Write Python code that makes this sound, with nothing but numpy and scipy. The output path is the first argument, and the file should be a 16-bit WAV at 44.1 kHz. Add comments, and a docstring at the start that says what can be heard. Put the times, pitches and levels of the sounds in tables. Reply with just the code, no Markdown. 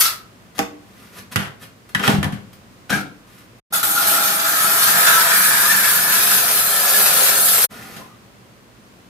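"""Trowel and mortar in a tiled room

A steel trowel works gritty mortar: a stroke ends, tool and board knock against a plastic bucket,
then one long pull spreads mortar along the board, and the board slides lightly.
Random sand grains hiss and ring the blade and board; knocks are noise bursts and decaying tones.
Shoves rasp and squeal, light rubs are soft filtered grains, and a low rumble runs throughout."""
import sys
import numpy as np
from scipy import signal
from scipy.fft import rfft, irfft, next_fast_len
from scipy.io import wavfile
from scipy.ndimage import uniform_filter1d, map_coordinates

SR = 44100
rng = np.random.default_rng(int(sys.argv[2]) if len(sys.argv) > 2 else 0)


def file_out(sig):
    """Save sig as 16-bit WAV at sys.argv[1]."""
    # one column per channel
    cols = np.atleast_2d(sig).T
    # limit, then scale
    lim = np.clip(cols, -1, 1)
    pcm = np.round(lim * 32767).astype(np.int16)
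    wavfile.write(sys.argv[1], SR, pcm)


N = 400864
TIME = np.arange(N) / SR  # seconds

# Levels in the tables are relative: each sound's function sets the final balance.
# A gesture builds for rise_s, stays for hold_s, then eases off by 20 dB in each fall_s.

# Steady background spectrum: pitch_hz, level_db
AIR_SPECTRUM = [(25, -40), (42, -9.5), (80, -12.5), (117, -1), (149, -12.5), (185, -3), (249, -8),
                (301, -10.5), (695, -16), (863, -19.5), (1040, -16), (3820, -26), (12200, -34.5),
                (16000, -37)]
# How long the room rings: pitch_hz, t60_s (time to fall by 60 dB)
ROOM_T60 = [(100, 0.62), (1400, 0.34), (4000, 0.3), (9000, 0.24), (16000, 0.24)]
CHANNEL_NULL_HZ = 1020  # diffuse sound is nearly unrelated in the two channels from here up

# Short strokes: start_s, rise_s, hold_s, fall_s, hiss_db, then relative to the hiss:
# coarse_sand_db, first_blade_db, second_blade_db, board_db
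STROKES = [(0, 0.00034, 0.0078, 0.023, -10.5, -5, -17, -15, -32),
           (.025, 0.019, 0.012, 0.05, -21, 0, -3, -21, -29),
           (3.721, 0.006, 0.021, 0.11, -20.5, -4.5, 4.5, -17, -6),
           (3.828, 0.0022, 0.0033, 0.01, -11, -30, 0.5, -27, -28)]
# Long pull along the board: time_s, hiss_db, bite_db (how much the edge grinds rather than glides)
PULL = [(3.85, -23.5, -1.5), (3.99, -21.5, -0.5), (4.045, -26, 4), (4.07, -17.5, -2), (4.13, -21, 1),
        (4.37, -25, 2), (4.64, -20.5, -1), (4.88, -18.5, -1.5), (5.1, -19, 1.5), (5.12, -19, -0.5),
        (5.32, -21, 2), (5.36, -19, -2.5), (6.52, -20, -4), (6.57, -19.5, -8), (6.64, -21, -4.5),
        (6.77, -20.5, -3), (6.99, -17.5, -5), (7.39, -19, -6), (7.44, -16.5, -11), (7.59, -19, -6),
        (7.66, -16, -7.5)]
PULL_START_S, PULL_RISE_S, PULL_HOLD_S, PULL_FALL_S = 3.838, 0.005, 3.82, 0.006
PULL_DB = 1  # added to the levels in PULL
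# What the bite drives; rows are coarse sand, first blade mode, second blade mode, board:
# level_db (relative to the hiss), slope_db_per_db (per dB of bite)
BITE_LAW = [(-4, 0.55), (0.5, 1.1), (-8.5, 1.07), (-6.5, 1.05)]
BED_IN_DB, BED_IN_S = -4.5, 0.32  # the edge first rides on wet paste, then beds into the sand
LEAN_DB_PER_S = -0.37  # the first blade mode fades as the trowel leans over
SWEET_S, SWEET_WIDTH_S, SWEET_DB = 5.65, 0.66, 5.5  # the angle that suits the second mode
MIDSPAN_S, MIDSPAN_WIDTH_S = 5.9, 0.54  # the trowel passes the middle of the board
MIDSPAN_RING_DB, MIDSPAN_BEND_DB = -1.5, 3.5  # there the board rings less and bends more
# Where the trowel lies: time_s, left_lag_samples
BEARING = [(0, 8.8), (4.7, 6.5), (5.7, 4.3), (6.7, 2.5), (7.6, 2.1)]
# Sand spectra: pitch_hz, level_db
FINE_SAND = [(1500, -34), (5500, -12.5), (7500, -5.5), (9800, -2.5), (11300, 1), (12800, -5), (14000, -5),
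             (16000, -12)]
COARSE_SAND = [(30, -29.5), (120, -23), (500, -14), (900, -6.5), (1150, 2), (2300, -0.5), (2900, -0.5),
               (4300, 2.5), (5600, -0.5), (6700, -3), (8500, -8.5), (16000, -38.5)]
# Resonances that depend on where the edge bears: pitch_hz, width_hz, level_db, best_s (loudest moment)
BLADE_FIRST = [(1225, 85, -4, 5.6), (1285, 20, -1.5, 4.9), (1330, 20, 0.5, 5), (1432, 64, 0, 5.2),
               (3660, 400, -4.5, 2.2)]
BLADE_SECOND = [(1483, 42, -8, 6.5), (1609, 81, -2.5, 4.8), (1693, 38, -2, 6.7), (1772, 69, -4.5, 5.22),
                (2395, 130, -9, 3.9)]
BOARD = [(297, 34, -7.5, 4.0), (406, 70, -2, 7.2), (580, 75, -4, 7.6), (654, 24, 1, 4.4),
         (695, 150, 5.5, 7.12), (830, 19, 3, 3.8), (877, 96, 0.5, 5.48), (1076, 110, -0.5, 5.73)]
# High resonances of the steel: pitch_hz, width_hz, level_db
BLADE_HIGH = [(9000, 630, -5.5), (10660, 300, -5), (11540, 810, 2), (11900, 140, 1.5), (12700, 350, -4),
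              (14650, 226, -4), (15270, 200, -10.5)]
# Slow bending of the board: pitch_hz, width_hz, level_db
BOARD_BENDING = [(102, 27, -8.5), (142.8, 10, 4.5), (203, 33, 2.5), (233, 18, -9), (291.5, 9.8, 3)]

# Hard, short shoves: start_s, rise_s, hold_s, fall_s, rasp_db, ring_db
SHOVES = [(1.95, 0.11, 0.03, 0.084, -19.5, -36), (2.888, 0.013, 0.016, 0.039, -21, -28),
          (2.92, 0.02, 0.028, 0.08, -36, -26)]
# Rasp spectrum of a shove: pitch_hz, level_db
SHOVE_SPECTRUM = [(150, -45), (250, 2), (282, -1.5), (698, -15), (971, -9), (1080, -17), (1280, -6.5),
                  (1610, -7.5), (2250, -11), (3000, -9.5), (4120, -15.5), (6500, -21), (11900, -24.5),
                  (16000, -30)]
# What a shove rings: pitch_hz, width_hz, level_db
SHOVE_RING = [(750, 36, -1.5), (1270, 25, -2), (1514, 20, 3), (1760, 35, -3), (2130, 20, -2.5),
              (2337, 25, -1)]
# Squeals of the steel: start_s, rise_s, hold_s, fall_s, level_db, pitch_hz
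SQUEALS = [(0, .013, .066, 0.11, -30, 1308), (1.992, .077, .004, .08, -31, 1325),
           (2.908, 0.024, .022, 0.03, -18.5, 1610), (2.963, 0.022, .004, .1, -34, 1380),
           (3.955, .013, .036, .03, -22.5, 1393), (5.67, .017, .027, .03, -22, 1756),
           (6.926, .017, .012, .034, -20.5, 1690), (7.98, .037, 0.033, .05, -49, 1030),
           (8.06, .03, .04, .05, -55, 1210)]

# Light rubs and dabs of the tool: start_s, rise_s, hold_s, fall_s, level_db
RUBS = [(.547, 0.0033, 0.038, 0.0083, -42.5), (.72, 0.3, .05, 0.087, -50), (1.08, 0.095, 0.017, 0.015, -38),
        (1.306, 0.018, .003, 0.018, -30.5), (1.58, 0.049, 0.0044, .03, -37), (1.89, .002, .003, .008, -40),
        (2.53, .001, .002, .005, -39), (3.26, 0.016, 0.1, 0.045, -52.5),
        (3.374, 0.0063, 0.01, 0.089, -48.5), (7.695, 0.013, 0.27, 0.13, -41.5)]
# Spectrum of a rub: pitch_hz, level_db
RUB_SPECTRUM = [(47, -29), (80, -7.5), (203, -4.5), (802, -16), (1200, -11), (1460, -9), (2540, -12.5),
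                (7530, -22), (11500, -18.5), (15000, -23.5), (16000, -46)]
# Light slides of the board as it is picked up: start_s, rise_s, hold_s, fall_s, level_db
SLIDES = [(7.695, 0.021, 0.19, 0.14, -41.5)]
# What rings as it slides: pitch_hz, width_hz, level_db
SLIDE_RING = [(335, 66, -2.5), (757, 46, -5), (1310, 120, -4), (1830, 200, -6)]

# Knocks: start_s, thud_db, thud_centre_hz, blade_ring_db, blade_ring_centre_hz,
# clack_db (hollow), clank_db (steel), tick_db, chatter_s, left_minus_right_db
KNOCKS = [(0.581, -58, 302, -47, 1200, -30, -50, -35, 0.0053, 12),
          (0.591, -18.5, 493, -30, 1150, -27, -19, -20, 0.0013, -0.5),
          (1.359, -20, 152, -31, 1500, -29.5, -16, -20.5, 0.0062, -5),
          (1.391, -34, 170, -42, 2200, -36.5, -24.5, -30, 0.058, 3),
          (1.948, -25.5, 190, -19.5, 1820, -38, -19, -24, 0.0054, 1.5),
          (1.995, -30, 290, -40, 1400, -27.5, -23, -33, 0.0097, 4),
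          (2.035, -36, 110, -34, 1400, -25, -22, -39, 0.0066, 3),
          (2.078, -13.5, 250, -27, 1340, -15.5, -16, -19.5, 0.0039, 0.5),
          (2.229, -27.5, 230, -31, 1940, -28, -22, -27, 0.0057, 1),
          (2.243, -27, 105, -33, 1940, -30, -29, -30, 0.0046, 3),
          (2.323, -24, 152, -43, 1700, -45, -34.5, -38.5, 0.023, 3),
          (2.903, -32, 300, -30.5, 1500, -29.5, -29, -29, 0.0091, 11.5),
          (2.925, -22.5, 258, -31, 2200, -38, -40, -23, 0.053, 4),
          (3.83, -53, 200, -40, 1330, -41, -25.5, -24.5, 0.017, 4),
          (7.965, -39, 215, -47, 1800, -38, -50, -36, 0.021, 0)]
KNOCK_LAG = 4  # samples by which the sharp contact reaches the left channel first
# Soft thuds of the bucket rocking after a knock: start_s, level_db, centre_hz, left_minus_right_db
ROCKS = [(2.134, -15.5, 210, 0), (2.176, -18, 120, 3), (2.262, -22.5, 149, 1.5), (2.953, -22.5, 240, 1)]
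# Bucket and board ringing together: pitch_hz, level_db, t60_s
BODY = [(86, 0.5, 0.23), (101, 3, 0.12), (119.4, -2, 0.18), (150.6, 5, 0.15), (200.8, 1, 0.2),
        (244.6, -3, 0.13), (295.6, -4.5, 0.29), (409, -22, 0.16), (468, -15.5, 0.41), (657, -11.5, 0.29),
        (796, -4, 0.2)]
# The struck steel blade: pitch_hz, level_db, t60_s
BLADE_STRUCK = [(1120, -4, .22), (1265, -7.5, .2), (1504, -2.5, 0.22), (1620, -2.5, .11), (1744, 2.5, .09),
                (1927, -1.5, .11), (2130, -4, .09), (2350, -10, .14)]
# Colours of a knock: pitch_hz, level_db
CLACK = [(120, -28), (380, -0.5), (463, -4), (560, -2.5), (700, -2.5), (786, 4.5), (900, -7), (1150, -5),
         (1600, -14), (5000, -48)]
CLANK = [(500, -8), (1000, 0), (1500, 6.5), (1900, 5), (2400, -1.5), (3200, 2.5), (3900, -11.5),
         (8000, -35)]
TICK = [(1500, -2.5), (3500, 0), (5500, -2), (7500, -5.5), (11500, -3.5), (14000, -12), (16000, -23)]

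# The sound drops out briefly: start_s, end_s, fade_s
DROPOUTS = [(3.604, 3.701, 0.0083), (7.67, 7.686, 0.024)]
TOP_HZ = 15550  # the treble is cut steeply above this


def undb(db):
    """Turn decibels into a plain gain."""
    return 10 ** (np.asarray(db) / 20)


def unit(x):
    """Scale to an rms level of 1."""
    return x / np.sqrt(np.mean(x ** 2))


def on_log(hz, points):
    """Read (pitch, value) points on a log-frequency axis."""
    f, value = np.transpose(points)
    return np.interp(np.log(np.maximum(hz, 1)), np.log(f), value)


def colour(x, points, size=4096):
    """Filter with the given spectrum; it never sounds early and its response has energy 1."""
    gain = undb(on_log(np.fft.rfftfreq(size, 1 / SR), points))
    # folding the cepstrum makes the filter minimum phase
    cepstrum = irfft(np.log(gain))
    cepstrum[1:size // 2] *= 2
    cepstrum[size // 2 + 1:] = 0
    response = irfft(np.exp(rfft(cepstrum)))
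    return signal.oaconvolve(x, response / np.linalg.norm(response))[:len(x)]


def ring(x, modes):
    """Drive a set of resonances, each at its own level and with alternating sign."""
    total = 0
    for k, (hz, width, db) in enumerate(modes):
        tone = unit(signal.lfilter(*signal.iirpeak(hz, hz / width, SR), x))
        total = total + (-1) ** k * undb(db) * tone
    return unit(total)


def walk(rate):
    """Wander between random values, `rate` new ones a second, with an rms of 1."""
    knots = rng.standard_normal(4096)
    return unit(np.interp(TIME * rate, np.arange(len(knots)), knots))


def gesture(start, rise, hold, fall):
    """Gain of a touch that builds, holds and eases off."""
    age = TIME - start
    return np.clip(age / rise, 0, 1) ** 2 * undb(-20 * np.clip((age - rise - hold) / fall, 0, 10))


def touches(rows):
    """Summed gain of a table of gestures."""
    return sum(undb(db) * gesture(*timing) for *timing, db in rows)


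def passing(centre, width):
    """A smooth bump in time, 1 at its centre."""
    return np.exp(-((TIME - centre) / width) ** 2)


def follow(rows, column):
    """One column of a table, joined by straight lines in time."""
    rows = np.array(rows)
    return np.interp(TIME, rows[:, 0], rows[:, column])


def diffuse(size):
    """Noise from all directions: partly alike in the bass, nearly unrelated in the treble."""
    likeness = 0.8 * np.sinc(np.fft.rfftfreq(size, 1 / SR) / CHANNEL_NULL_HZ)
    mid, side = (irfft(rfft(rng.standard_normal(size)) * np.sqrt((1 + sign * likeness) / 2), size)
                 for sign in (1, -1))
    return np.array([mid + side, mid - side])


def tiled_room(first_s=0.0027, early_db=-11, size=24000, count=3):
    """A few early bounces off board and tiles, then dense reflections that die sooner in the treble."""
    hz, t, cells = signal.stft(diffuse(size), SR, nperseg=256)
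    t60 = on_log(hz, ROOM_T60)[:, None]
    decay = np.exp(-np.log(1000) * t / t60) / np.sqrt(t60)
    tail = signal.istft(cells * decay, SR)[1]
    # silent until first_s, then fading in
    tail *= np.clip(np.arange(tail.shape[1]) / SR / first_s - 1, 0, 1)
    tail /= np.linalg.norm(tail, axis=1, keepdims=True)
    for lag in rng.integers(60, 400, count):  # samples
        tail[[0, 1], lag + rng.integers(0, 16, 2)] += undb(early_db)
    return tail / np.linalg.norm(tail, axis=1, keepdims=True)


def place(x, room, wet_db):
    """Mix direct sound with its room echo, keeping the power."""
    direct = np.broadcast_to(x, (2, N))
    wet = signal.oaconvolve(direct, room, axes=1)[:, :N]
    return (direct + undb(wet_db) * wet) / np.hypot(1, undb(wet_db))


def roving(x, wet_db):
    """A moving source: the pattern of reflections, and so the colour, keeps changing."""
    out = np.zeros((2, N + 2 * SR))
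    step_s = 0.07  # overlapping pieces, each with a fresh room response
    for centre in np.arange(0, 8.3, step_s):
        a, b = max(int((centre - step_s) * SR), 0), int((centre + step_s) * SR)
        part = x[a:b] * np.cos(np.pi / 2 * (TIME[a:b] - centre) / step_s)
        if np.abs(part).max() > 1e-4:
            wet = signal.fftconvolve(part[None], tiled_room(size=12288), axes=1)
            out[:, a:a + wet.shape[1]] += wet
    left = map_coordinates(x, [np.arange(N) - follow(BEARING, column=1)], order=3)
    direct = np.array([left, x])
    return (direct + undb(wet_db) * out[:, :N]) / np.hypot(1, undb(wet_db))


def grit(spread_db, share=0.25):
    """Sand grains snapping past the edge: many small, a few large."""
    at = np.flatnonzero(rng.random(N) < share)  # share of samples that hold a grain
    size_db = spread_db * np.minimum(rng.exponential(size=len(at)), 6)
    grains = np.zeros(N)
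    grains[at] = rng.choice([-1, 1], len(at)) * undb(size_db)
    return unit(grains)


def room_air():
    """A steady low rumble with a faint hiss, made of filtered noise that wavers a little."""
    air = np.array([colour(side, AIR_SPECTRUM) for side in diffuse(next_fast_len(N))[:, :N]])
    waver_db = 0.5 * walk(6)
    return unit(air) * undb(-47 + waver_db)


def short_strokes():
    """Drives of fine sand, coarse sand, two blade modes and board, in strokes of steady grip."""
    drives = 0
    for s, rise, hold, fall, db, *grip in STROKES:
        levels = undb(db + np.array([0, *grip]))
        drives = drives + np.outer(levels, gesture(s, rise, hold, fall))
    return drives


def long_pull():
    """The same five drives, changing with bite and angle as the trowel travels the board."""
    force = gesture(PULL_START_S, PULL_RISE_S, PULL_HOLD_S, PULL_FALL_S)
    force = force * undb(PULL_DB + follow(PULL, column=1))
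    bite, age = follow(PULL, column=2), np.maximum(TIME - PULL_START_S, 0)
    coarse, first, second, board = (db + slope * bite for db, slope in BITE_LAW)
    paste = BED_IN_DB * np.exp(-age / BED_IN_S)
    coarse = coarse + paste
    first = first + LEAN_DB_PER_S * age
    second = second + 2 * paste + SWEET_DB * passing(SWEET_S, SWEET_WIDTH_S)
    board = board + MIDSPAN_RING_DB * passing(MIDSPAN_S, MIDSPAN_WIDTH_S)
    return force * undb([np.zeros(N), coarse, first, second, board])


def patchy(x, patchy_db, size=512, count=3):
    """The points of contact keep changing, so narrow bands of the scrape flicker on their own."""
    cells = signal.stft(x, SR, nperseg=size)[2]
    flicker = uniform_filter1d(rng.standard_normal(cells.shape), count, axis=0)
    flicker = unit(uniform_filter1d(flicker, count, axis=1))
    return unit(signal.istft(cells * undb(patchy_db * flicker), SR)[1][:N])


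def swept_ring(x, modes, swing_db, span_s, drift):
    """Each resonance swells as the edge passes its best spot; all wander slightly in pitch at random."""
    out = 0
    for k, (hz, width, db, best_s) in enumerate(modes):
        swell_db = swing_db * (passing(best_s, span_s) - 1)
        out = out + (-1) ** k * undb(db + swell_db) * ring(x, [(hz, width, 0)])
    out = out / np.linalg.norm(undb([mode[2] for mode in modes]))
    # reading slightly fast or slow shifts the pitch
    return np.interp(TIME + np.cumsum(drift * walk(9)) / SR, TIME, out)


def trowel(room):
    """The edge crushes sand, which hisses and rings the steel blade and the board under it."""
    fine, *grinding = long_pull() + short_strokes()
    lumps = walk(45)  # lumps in the mortar jolt the grinding more than the hiss
    fine = fine * undb(0.31 * lumps)
    coarse, first, second, board = np.array(grinding) * undb(0.35 * lumps)
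    # slips come at uneven moments and shake fine and coarse sand together
    shake = undb(0.97 * walk(140))

    fine_scrape = patchy(colour(grit(spread_db=3, share=0.06), FINE_SAND), patchy_db=3)
    steel_hiss = ring(grit(spread_db=5), BLADE_HIGH)
    hiss = fine * (undb(0.5) * fine_scrape + undb(-0.5) * steel_hiss)
    crunch = patchy(colour(grit(spread_db=3.5, share=0.03), COARSE_SAND), patchy_db=2.2)
    rasp = undb(2.5) * coarse * crunch

    first_ring = swept_ring(grit(spread_db=2.5), BLADE_FIRST, swing_db=2, span_s=0.89, drift=0.005)
    second_ring = swept_ring(grit(spread_db=3.5), BLADE_SECOND, swing_db=3, span_s=0.62, drift=0.004005)
    blade = undb(-1) * first * first_ring + undb(7) * second * second_ring

    bending = np.sqrt(fine * board) * undb(MIDSPAN_BEND_DB * passing(MIDSPAN_S, MIDSPAN_WIDTH_S))
    board_ring = swept_ring(grit(spread_db=3, share=0.08), BOARD,
                            swing_db=7.5, span_s=0.96, drift=0.00395)
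    wood = undb(3.5) * board * board_ring
    wood = wood + undb(-17.5) * bending * ring(grit(spread_db=3), BOARD_BENDING)
    # keep the deep bass out of the board's ring
    wood = signal.sosfilt(signal.butter(4, 90, "high", fs=SR, output="sos"), wood)

    # sand leans to the left, blade to the right (dB per channel)
    sand = roving(shake * (hiss + rasp), wet_db=7.5) * undb([[0.7], [-0.7]])
    steel = roving(blade, wet_db=7) * undb([[-0.6], [0.6]])
    return sand + steel + place(wood, room, wet_db=1)


def drags(room):
    """Steel shoved over a rough edge rasps and squeals at a ragged pitch."""
    grains = grit(spread_db=3.5, share=0.05)
    ring_gain = touches([(*timing, db) for *timing, _, db in SHOVES])
    partials = ring_gain * ring(grains, SHOVE_RING)
    rasp_gain = touches([row[:-1] for row in SHOVES])
    rasp = rasp_gain * colour(grains * undb(2.2 * walk(200)), SHOVE_SPECTRUM)
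    ragged = walk(150) + 1j * walk(150)  # random wobble of strength and phase
    squeal = 0
    for s, rise, hold, fall, db, hz in SQUEALS:
        tone = np.real(ragged * np.exp(1j * 2 * np.pi * hz * TIME))
        squeal = squeal + undb(db) * gesture(s, rise, hold, fall) * tone
    rough = place(undb(1) * rasp, room, wet_db=5)
    return rough + place(undb(2.5) * squeal + partials, room, wet_db=-4)


def rubs(room):
    """Grains colour light wipes of the tool through wet mortar, and ring the sliding board."""
    grains = grit(spread_db=2.5)
    wipe = touches(RUBS) * colour(grains * undb(0.98 * walk(97)), RUB_SPECTRUM)
    slide = touches(SLIDES) * ring(grit(spread_db=3, share=0.05), SLIDE_RING)
    return place(undb(2) * wipe + slide, room, wet_db=4.5)


def blows(levels_db, spectrum, stretch, snap_db, size=4096):
    """Every knock as a sharp contact and a short burst of chatter, in one colour."""
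    out, t = np.zeros((2, N + size)), np.arange(size) / SR
    for (s, *_, chatter_s, pan_db), db in zip(KNOCKS, levels_db):
        burst = diffuse(size) * np.exp(-t / (chatter_s * stretch))
        burst /= np.linalg.norm(burst, axis=1, keepdims=True)
        burst[[0, 1], [0, KNOCK_LAG]] += undb(snap_db)
        start = int(s * SR)
        sides_db = np.array([[pan_db], [-pan_db]]) / 2
        out[:, start:start + size] += unit(burst) * undb(db + sides_db)
    return np.array([colour(side, spectrum)[:N] for side in out])


def struck(modes, hits, reach_octaves, swell_s, side_radians, size=24000):
    """Ring an object with blows; each blow's centre pitch decides which modes take it up."""
    out, t = np.zeros((2, N + size)), np.arange(size) / SR
    hz, db, t60 = np.transpose(modes)[:, :, None]
    # each mode arrives from its own side
    side_phase = side_radians * rng.choice([-1, 1], hz.shape) * np.array([1, -1])[:, None, None]
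    decay = np.exp(-np.log(1000) * t / t60) * (1 - np.exp(-t / swell_s))
    for s, hit_db, centre_hz, pan_db in hits:
        weight = undb(db) / (1 + (np.log2(hz / centre_hz) / reach_octaves) ** 4)
        # every blow detunes the modes a little
        mode_hz = hz * (1 + 0.0093 * rng.standard_normal(hz.shape))
        phase = 2 * np.pi * (mode_hz * t + rng.random(hz.shape))
        tone = np.sum(weight * decay * np.sin(phase + side_phase), axis=1)
        start = int(s * SR)
        sides_db = np.array([[pan_db], [-pan_db]]) / 2
        out[:, start:start + size] += unit(tone) * undb(hit_db - 12 + sides_db)
    return out[:, :N]


def knocks(room):
    """Tool and board strike the bucket: boom, blade ring, hollow clack, steel clank and tick."""
    (s, thud_db, thud_hz, ring_db, ring_hz,
     clack_db, clank_db, tick_db, _, pan_db) = np.transpose(KNOCKS)
    clack = blows(clack_db - 6.5, CLACK, stretch=3.1, snap_db=-20)
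    clank = blows(clank_db - 7.5, CLANK, stretch=1.8, snap_db=-17)
    tick = blows(tick_db - 8.5, TICK, stretch=0.95, snap_db=-29.5)
    thuds = [*zip(s, thud_db, thud_hz, pan_db), *ROCKS]
    boom = struck(BODY, thuds, reach_octaves=0.85, swell_s=0.0024, side_radians=0.33)
    boom = signal.sosfilt(signal.butter(2, 62, "high", fs=SR, output="sos"), boom)
    steel = struck(BLADE_STRUCK, zip(s, ring_db, ring_hz, pan_db),
                   reach_octaves=0.25, swell_s=0.0008, side_radians=0.77)
    contact = place(clack, room, wet_db=9) + place(clank + tick, room, wet_db=-3)
    return contact + place(steel, room, wet_db=-9.5) + place(boom, room, wet_db=-9)


def scene():
    """Mix all the work in one room; the long pull and its echo stop dead at the second dropout."""
    room = tiled_room()
    _, end, fade = DROPOUTS[-1]
    heard = np.clip((end - TIME) / fade, 0, 1)
    return room_air() + heard * trowel(room) + drags(room) + rubs(room) + knocks(room)


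def record(dry):
    """Two brief dropouts, the microphone's bass roll-off, full-scale clipping and a steep top cut."""
    for start, end, fade in DROPOUTS:
        dry = dry * np.clip(np.maximum(start - TIME, TIME - end) / fade, 0, 1) ** 2
    dry = signal.sosfilt(signal.butter(3, 40, "high", fs=SR, output="sos"), dry)
    top_cut = signal.ellip(10, 0.05, 60, TOP_HZ, fs=SR, output="sos")
    return signal.sosfiltfilt(top_cut, np.clip(dry, -1, 1))


dry = scene()
out = record(dry)
file_out(out)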